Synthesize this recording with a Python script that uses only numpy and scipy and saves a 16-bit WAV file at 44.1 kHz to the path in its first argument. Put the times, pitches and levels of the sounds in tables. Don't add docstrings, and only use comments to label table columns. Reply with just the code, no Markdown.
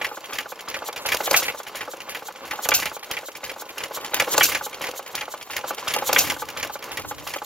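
import sys
import numpy as np
from scipy import signal
from scipy.fft import rfft, irfft, next_fast_len
from scipy.io import wavfile
from scipy.ndimage import map_coordinates

SR = 44100
rng = np.random.default_rng(int(sys.argv[2]) if len(sys.argv) > 2 else 0)


def inscribe(sig):
    pcm = np.round(np.clip(np.atleast_2d(sig).T, -1, 1) * 32767)
    wavfile.write(sys.argv[1], SR, pcm.astype(np.int16))


N = 328533

# f/Hz, relative density level/dB
AIR_COLOUR = [(880, -49), (1500, -36), (1980, -38), (2150, -53), (2650, -54), (2930, -4.5), (3960, -0.5),
              (4880, -6.5), (6860, 1.5), (8800, -10.5), (12900, 1), (15900, -5.5), (16400, -6.5)]
# f/Hz, relative density level/dB
RUMBLE_COLOUR = [(71, -67), (120, -19), (399, -4), (520, 1.5), (711, -5.5), (844, 0), (1000, -1.5),
                 (1370, -5.5), (1840, -12), (2290, -8.5), (2520, -11), (3330, -16), (5000, -19),
                 (6500, -24), (11000, -120)]
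# f/Hz, relative density level/dB
THUMP_COLOUR = [(12, -51), (20, -26), (70, -3.5), (155, -5), (197, -19.5), (280, -3), (300, -1), (390, -20),
                (660, -120)]
# lift t/s, clank t/s, second knock t/s; relative level/dB of each part, lift to push
# as in PARTS; favoured f/Hz of the clanks, of the knocks
TURNS = [(-.018, 0.045, .172, -30, -17, -14, -19.5, -26.5, -26, -23.5, -30, -39.5, -56, 2200, 765),
         (.324, .385, .520, -21.5, -26.5, -16.5, -21, -28.5, -25.5, -23, -29, -39.5, -56, 2020, 1060),
         (.678, 0.7423, .8862, -22.5, -28, -16.5, -21.5, -24, -20, -19, -22, -31.5, -56, 2040, 807),
         (1.053, 1.12, 1.275, -15.5, -17.5, -10, -13, -15.5, -14.5, -16, -70, -25.5, -48, 2040, 770),
         (1.422, 1.481, 1.600, -15.5, -23, -12, -22, -26.5, -24.5, -23.5, -26.5, -36.5, -53, 2780, 700),
         (1.748, 1.808, 1.935, -21, -33, -18.5, -24, -28, -25.5, -25, -29.5, -37, -56, 2080, 534),
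         (2.086, 2.148, 2.285, -22.5, -32, -19, -26, -28, -25, -24.5, -33, -35.5, -61, 2900, 794),
         (2.446, 2.510, 2.657, -29, -37, -14.5, -23, -23.5, -22, -17.5, -70, -28, -55, 1910, 900),
         (2.791, 2.856, 2.965, -19, -16.5, -13, -20, -29, -24, -24, -26.5, -37, -50, 2050, 810),
         (3.105, 3.168, 3.285, -20.5, -27, -18, -26.5, -30.5, -27.5, -23.5, -27.5, -34, -59, 3060, 553),
         (3.432, 3.494, 3.620, -21, -35, -22, -25, -28, -28, -24, -30.5, -35.5, -57, 2080, 520),
         (3.773, 3.836, 3.972, -23.5, -24, -22, -23, -31, -24, -19.5, -23.5, -29, -57, 1900, 655),
         (4.135, 4.198, 4.344, -14.5, -23, -6, -11.5, -16, -19, -15, -70, -20.5, -49, 2210, 526),
         (4.488, 4.548, 4.664, -19, -15.5, -11, -14.5, -27, -21, -22, -26.5, -29.5, -49, 2340, 850),
         (4.809, 4.868, 4.993, -19.5, -20, -23.5, -21.5, -24.5, -25, -22, -28.5, -33, -58, 2240, 520),
         (5.145, 5.21, 5.339, -21, -22, -17.5, -22, -26, -23.5, -22, -29.5, -35, -53, 2260, 848),
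         (5.499, 5.565, 5.705, -22.5, -24.5, -16, -16.5, -25, -20.5, -17.5, -23.5, -30, -55, 2240, 850),
         (5.872, 5.938, 6.092, -14.5, -24, -14.5, -14, -16, -17.5, -13.5, -70, -23.5, -51, 2430, 844),
         (6.240, 6.299, 6.421, -19.5, -20.5, -14, -13.5, -22.5, -24.5, -19.5, -26.5, -32, -48, 2327, 920),
         (6.565, 6.628, 6.755, -20, -25, -17, -19.5, -23, -24, -21, -26.5, -34, -51, 2320, 790),
         (6.91, 6.973, 7.111, -22.5, -38, -18.5, -20.5, -27, -24, -20, -30, -33.5, -48, 2250, 830),
         (7.267, 7.337, 7.486, -22, -29, -20.5, -23, -21, -21.5, -25, -70, -24, -59, 2500, 830)]
PARTS = "lift rod clank spit rebound first second trip stroke push clank_hz knock_hz".split()
PLACES = dict(lift=-.18, rod=-.09, clank=0, spit=0, push=0, rebound=.057, first=.2, stroke=.342, second=.37, trip=.57)
# crack t/s, clank t/s; relative level/dB of crack, clank, blast, push, shaking
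FIRINGS = [(1.31, 1.341, -14.5, -3, -13, -46, -25.5), (2.688, 2.7177, -14, -6, -12.5, -44, -33.5),
           (4.379, 4.4093, -10.5, -2.5, -12, -42, -25), (6.129, 6.162, -13.5, -2.5, -12, -43, -25)]
# t/s after the clank, level/dB re blast, rise/s, hold/s, t60/s
PUFFS = [(0.018, -0.9, .0045, 0.015, 0.066), (0.041, -12, 0.0026, 0.0055, 0.21)]


def amp(db):
    return 10 ** (np.asarray(db) / 20)


def rms_one(x):
    return x / np.sqrt(np.mean(x ** 2) + 1e-20)


def in_time(rows):
    s, *columns = np.transpose(rows)
    return [np.interp(np.arange(N) / SR, s, column) for column in columns]


def drift(rate_hz):
    step, settle = 40, 2000
    r = np.exp(-2 * np.pi * rate_hz * step / SR)
    white = rng.standard_normal(N // step + settle + 2)
    slow = signal.lfilter([1], [1, -2 * r, r * r], white)[settle:]
    return np.interp(np.arange(N) / step, np.arange(len(slow)), rms_one(slow))


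def noise(colour, channels=1):
    size = next_fast_len(N)
    hz = np.maximum(np.arange(size // 2 + 1) * SR / size, 1)
    colour_hz, colour_db = np.array(colour).T
    gain = amp(np.interp(np.log(hz), np.log(colour_hz), colour_db))
    white = rng.standard_normal((channels, size))
    return rms_one(irfft(rfft(white) * gain, size)[:, :N])


def highpass(x, order, hz):
    return signal.sosfilt(signal.butter(order, hz, "high", fs=SR, output="sos"), x)


def add(out, s, piece):
    i = max(round(s * SR), 0)
    out[i:i + len(piece)] += piece[:max(N - i, 0)]


def bell(t, centre_s, sigma_s):
    return np.exp(-.5 * ((t - centre_s) / sigma_s) ** 2)


def cam():
    known = [PLACES[part] for part in ("lift", "clank", "second")]
    turn = np.add.outer(np.arange(len(TURNS)), known)
    return turn.ravel(), np.array(TURNS)[:, :3].ravel()


def every_turn(part, late_s=0):
    column = dict(zip(PARTS, np.array(TURNS).T[3:]))
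    s = np.interp(np.arange(len(TURNS)) + PLACES[part], *cam()) + late_s
    rows = zip(s, column[part], column["clank_hz"], column["knock_hz"])
    return [row for row in rows if row[0] > 0]


def struck(modes, favoured_hz, contact_s, chance, t):
    hz, db, t60 = np.array(modes).T[:, :, None]
    near_db = -6 * np.abs(np.log2(hz / favoured_hz))
    own_db, own_hz, own_turn = 2.5 * chance[0], hz * (1 + 0.011 * chance[1]), .2 * chance[2]
    sines = np.sin(2 * np.pi * (own_hz * t + own_turn))
    blow = np.sum(amp(db + near_db + own_db - 60 * t / t60) * sines, axis=0)
    blow *= 1 - np.exp(-(t / contact_s) ** 2)
    return blow / np.abs(blow).max()


def wind():
    # t/s, relative level/dB
    gusts = [(0.0, -73), (0.62, -80), (0.91, -64), (2.09, -75), (2.66, -70), (3.09, -74), (4.13, -69),
             (4.38, -56), (4.62, -60), (4.95, -64), (5.35, -70), (5.79, -66), (6.1, -47.5), (6.27, -47.5),
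             (6.91, -61), (7.16, -46), (7.45, -63)]
    level = amp(in_time(gusts)[0] + 2.5 + 2.7 * drift(4.5))
    return level * noise(THUMP_COLOUR, channels=2)


def shaken(steady_db, swell_db, after_s, over_db, rise_db_per_s, fall_db_per_s):
    beat_turn = -0.12
    t, (turn, s) = np.arange(N) / SR, cam()
    beat = np.cos(2 * np.pi * (np.interp(t, s, turn) - beat_turn))
    gain = amp(steady_db + swell_db * beat)
    for _, clank_s, *_, shake_db in FIRINGS:
        late_s = t - clank_s - after_s
        ramp_db = np.minimum(rise_db_per_s * late_s, -fall_db_per_s * late_s)
        gain = np.hypot(gain, amp(shake_db + over_db + ramp_db))
    return gain


def running():
    # t/s, relative rumble level/dB, relative whirr level/dB
    running_levels = [(0.0, -35, -43), (.5, -40, -50.5), (2.3, -38.5, -50.5), (3.7, -40, -47.5),
                      (4.8, -36, -47), (5.5, -40, -46.5), (6.7, -35.5, -48.5), (7.45, -38.5, -43)]
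    rumble_db, whirr_db = in_time(running_levels)
    taps = (rng.random(N) < 450 / SR) * amp(1.2 * rng.standard_normal(N))
    tap_decay_s = 0.0036
    grain = rms_one(signal.lfilter([1], [1, -np.exp(-1 / (tap_decay_s * SR))], taps))
    rumble_gain = shaken(rumble_db, swell_db=3.5, after_s=0, over_db=-0.5,
                         rise_db_per_s=24.5, fall_db_per_s=65)
    whirr_gain = shaken(whirr_db, swell_db=1.7, after_s=0.06, over_db=0,
                        rise_db_per_s=55, fall_db_per_s=145)
    rumble = rumble_gain * amp(-9 + 1.5 * drift(25)) * (.6 + grain) * noise(RUMBLE_COLOUR)[0]
    whirr = whirr_gain * amp(-4 + 3.0 * drift(54)) * noise(AIR_COLOUR)[0]
    return rumble + whirr


def pushes():
    level, t = np.zeros(N), np.arange(N) / SR
    times = [(s, db) for s, db, *_ in every_turn("push")]
    times += [(clank_s + PUFFS[0][0], db) for _, clank_s, *_, db, _ in FIRINGS]
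    for s, db in times:
        level += amp(db) * bell(t, s, 0.043)
    return level * (noise(THUMP_COLOUR) + 0.35 * noise(THUMP_COLOUR, channels=2))


def strokes():
    rise_s, fall_s = 0.016, 0.01
    level, t = np.zeros(N), np.arange(N) / SR
    for s, db, *_ in every_turn("stroke"):
        level += amp(db) * bell(t, s, np.where(t < s, rise_s, fall_s))
    return level * amp(1.5 * drift(80)) * noise(AIR_COLOUR)[0]


def tick_times():
    # part, delay/s, level/dB re part, t60/s
    tick_places = [("lift", .006, 0.1, 0.2), ("rod", .001, -7, 0.12), ("spit", -0.00084, 0.1, 0.1),
                   ("rebound", 0.00044, -3.5, 0.058), ("rebound", 0.0239, -4, 0.027),
                   ("trip", -0.0344, -3.5, 0.051), ("trip", 0.00084, -0.65, .1), ("trip", .015, 0.1, 0.076)]
    rows = []
    for part, late_s, over_db, t60 in tick_places:
        rows += [(s, db + over_db, t60) for s, db, *_ in every_turn(part, late_s)]
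    return rows + [(crack_s + 0.018, db + 0.8, .1) for crack_s, _, db, *_ in FIRINGS]


def ticks():
    # f/Hz, relative density level/dB
    tick_colour = [(1760, -9.5), (3000, 2), (3870, -5), (5220, -1.5), (5850, -5), (7080, -2.5), (8280, -26),
                   (9270, -6.5), (12900, -6.5), (15700, -10), (16400, -6)]
    level, t = np.zeros(N), np.arange(SR // 4) / SR
    spit = bell(t, .005, 0.0015)
    for s, db, t60 in tick_times():
        tail = amp(-60 * t / t60) * (1 - np.exp(-(t / 0.0045) ** 2))
        add(level, s - .002, amp(db - 10) * (spit + tail))
    return level * amp(3.6 * drift(225)) * noise(tick_colour)[0]


def clank_times():
    # part, delay/s, level/dB re part, pitch ratio to the turn's, clatter t60/s
    clank_places = [("lift", 0.001165, -5, 2, 0.14), ("rod", .0001, 0.1, 0.71, 0.073),
                    ("clank", .0002, 0.2, 0.8, 0.08), ("rebound", 0.022, -7, 1.9, .035),
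                    ("second", 0.00103, -11, 1.2, 0.022), ("trip", 0.001014, 0.1, 1.17, .075)]
    rows = []
    for part, late_s, over_db, ratio, length_s in clank_places:
        rows += [(s, db + over_db, hz * ratio, length_s) for s, db, hz, _ in every_turn(part, late_s)]
    for crack_s, clank_s, _, db, *_ in FIRINGS:
        rows.append((crack_s - .039, db - 13.5, 3160, 0.058))
        rows.append((clank_s, db, 2080, 0.058))
    return rows


def clanks():
    # f/Hz, relative level/dB, t60/s of the ring
    high_modes = [(1714, -13.5, 0.051), (1908, 0, 0.032), (2041, 0, 0.023), (2308, -6, 0.078),
                  (2377, -3, 0.074), (2834, -14.5, 0.14), (3012, -12.5, 0.067), (3300, 0.5, 0.028),
                  (3320, -5, 0.052), (3834, 15, 0.0074)]
    # f/Hz, relative density level/dB
    clatter_colour = [(710, -71), (1200, -4.5), (1510, 4.5), (1840, 4.5), (2310, 9), (2550, 4), (3010, -1),
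                      (3450, -29), (5000, -76), (6500, -52), (11000, -120)]
    ring, clatter, t = np.zeros(N), np.zeros(N), np.arange(SR // 5) / SR
    blows = clank_times()
    chances = rng.standard_normal((len(blows), 3, len(high_modes), 1))
    for (s, db, hz, length_s), chance in zip(blows, chances):
        add(ring, s - .002, amp(db - 2.5) * struck(high_modes, hz, .0035, chance, t))
        add(clatter, s, amp(db - 60 * t / length_s) * (1 - np.exp(-t / 0.006)))
    taps, chatter = clatter * (rng.random(N) < 600 / SR), 0
    for hz, db, t60 in high_modes:
        r, w = amp(-60 / (0.21 * t60 * SR)), 2 * np.pi * hz / SR
        hits = taps * amp(db - 17) * rng.standard_normal(N) + 1e-18
        chatter = chatter + signal.lfilter([0, np.sin(w)], [1, -2 * r * np.cos(w), r * r], hits)
    return ring + chatter + amp(-5) * clatter * noise(clatter_colour)[0]


def knock_times():
    # part, delay/s, level/dB re part, pitch ratio to the turn's
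    knock_places = [("lift", .0001, -5, 1.3), ("rod", .0001, -7.5, 0.97), ("clank", .001, -11.5, 1),
                    ("rebound", .0001, 0.1, 0.8), ("first", .0001, 0.1, 0.96), ("second", .0001, 0.1, 0.83),
                    ("trip", 0.00104, -6, 1.34)]
    rows = []
    for part, late_s, over_db, ratio in knock_places:
        rows += [(s, db + over_db, hz * ratio) for s, db, _, hz in every_turn(part, late_s)]
    for crack_s, clank_s, crack_db, clank_db, *_ in FIRINGS:
        rows.append((crack_s, crack_db + 0.5, 560))
        rows.append((clank_s, clank_db - 7.5, 1510))
    return rows


def knocks():
    # f/Hz, relative level/dB, t60/s
    low_modes = [(317, -7, 0.059), (490, -8.5, 0.083), (541, -7, 0.09), (596, 2, 0.032),
                 (808.7, -2.5, 0.046), (854.6, -0.5, 0.065), (1106, -1.5, 0.037), (1185, -3, 0.077),
                 (1311, -3, 0.067), (1471, 15, 0.012)]
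    ring, rattle, t = np.zeros(N), np.zeros(N), np.arange(SR // 8) / SR
    blows = knock_times()
    chances = rng.standard_normal((len(blows), 3, len(low_modes), 1))
    for (s, db, hz), chance in zip(blows, chances):
        add(ring, s - .001, amp(db + 1.5) * struck(low_modes, hz, .0018, chance, t))
        add(rattle, s + 0.004, amp(db - 11.5 - 60 * t / 0.073))
    return highpass(ring, 2, 280) + rattle * noise(RUMBLE_COLOUR)[0]


def firings():
    # f/Hz, relative density level/dB
    blast_colour = [(120, -46), (200, -24), (503, -40), (700, 0.5), (890, -22), (1050, -32), (1550, -1.5),
                    (1790, -19.5), (2640, 0), (3000, -8), (6630, -1), (8430, -14), (14100, -1.5),
                    (15500, -11), (16400, -31)]
    crack_hold_s, crack_t60_s = 0.0043, 0.005
    level, t = np.zeros(N), np.arange(SR // 3) / SR
    for crack_s, clank_s, crack_db, _, blast_db, *_ in FIRINGS:
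        add(level, crack_s, amp(crack_db - 60 * np.maximum(t - crack_hold_s, 0) / crack_t60_s))
        for after_s, over_db, rise_s, hold_s, t60 in PUFFS:
            fade = amp(blast_db + over_db - 60 * np.maximum(t - hold_s, 0) / t60)
            add(level, clank_s + after_s, fade * (1 - np.exp(-(t / rise_s) ** 2)))
    return level * amp(1.2 * drift(200)) * noise(blast_colour)[0]


def two_ears(x):
    # left delay t/s, right delay t/s, level/dB
    echoes = [(.00071, 0.001082, -13.5), (.00192, 0.00288, -11.5), (.0041, 0.003, -11),
              (.0052, .0061, -16.5), (.0095, 0.0073, -15)]
    lag, at = .00004 * SR * drift(9.6), np.arange(N)
    out = np.array([map_coordinates(x, [at + side * lag / 2], order=3, mode="nearest")
                    for side in (-1, 1)])
    bright = highpass(x, 1, 1920)
    for left_s, right_s, db in echoes:
        add(out[0], left_s, amp(db) * bright)
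        add(out[1], right_s, amp(db) * bright)
    return out


def scene():
    engine = running() + strokes() + ticks() + clanks() + knocks() + firings()
    return (wind() + pushes() + two_ears(engine)) * amp([[-.2], [.2]])


def record(dry):
    clipped = np.clip(highpass(dry, 2, 32), -.92, .92)
    top_cut = signal.cheby2(16, 69, 16500, fs=SR, output="sos")
    return signal.sosfilt(top_cut, clipped)


dry = scene()
out = record(dry)
inscribe(out)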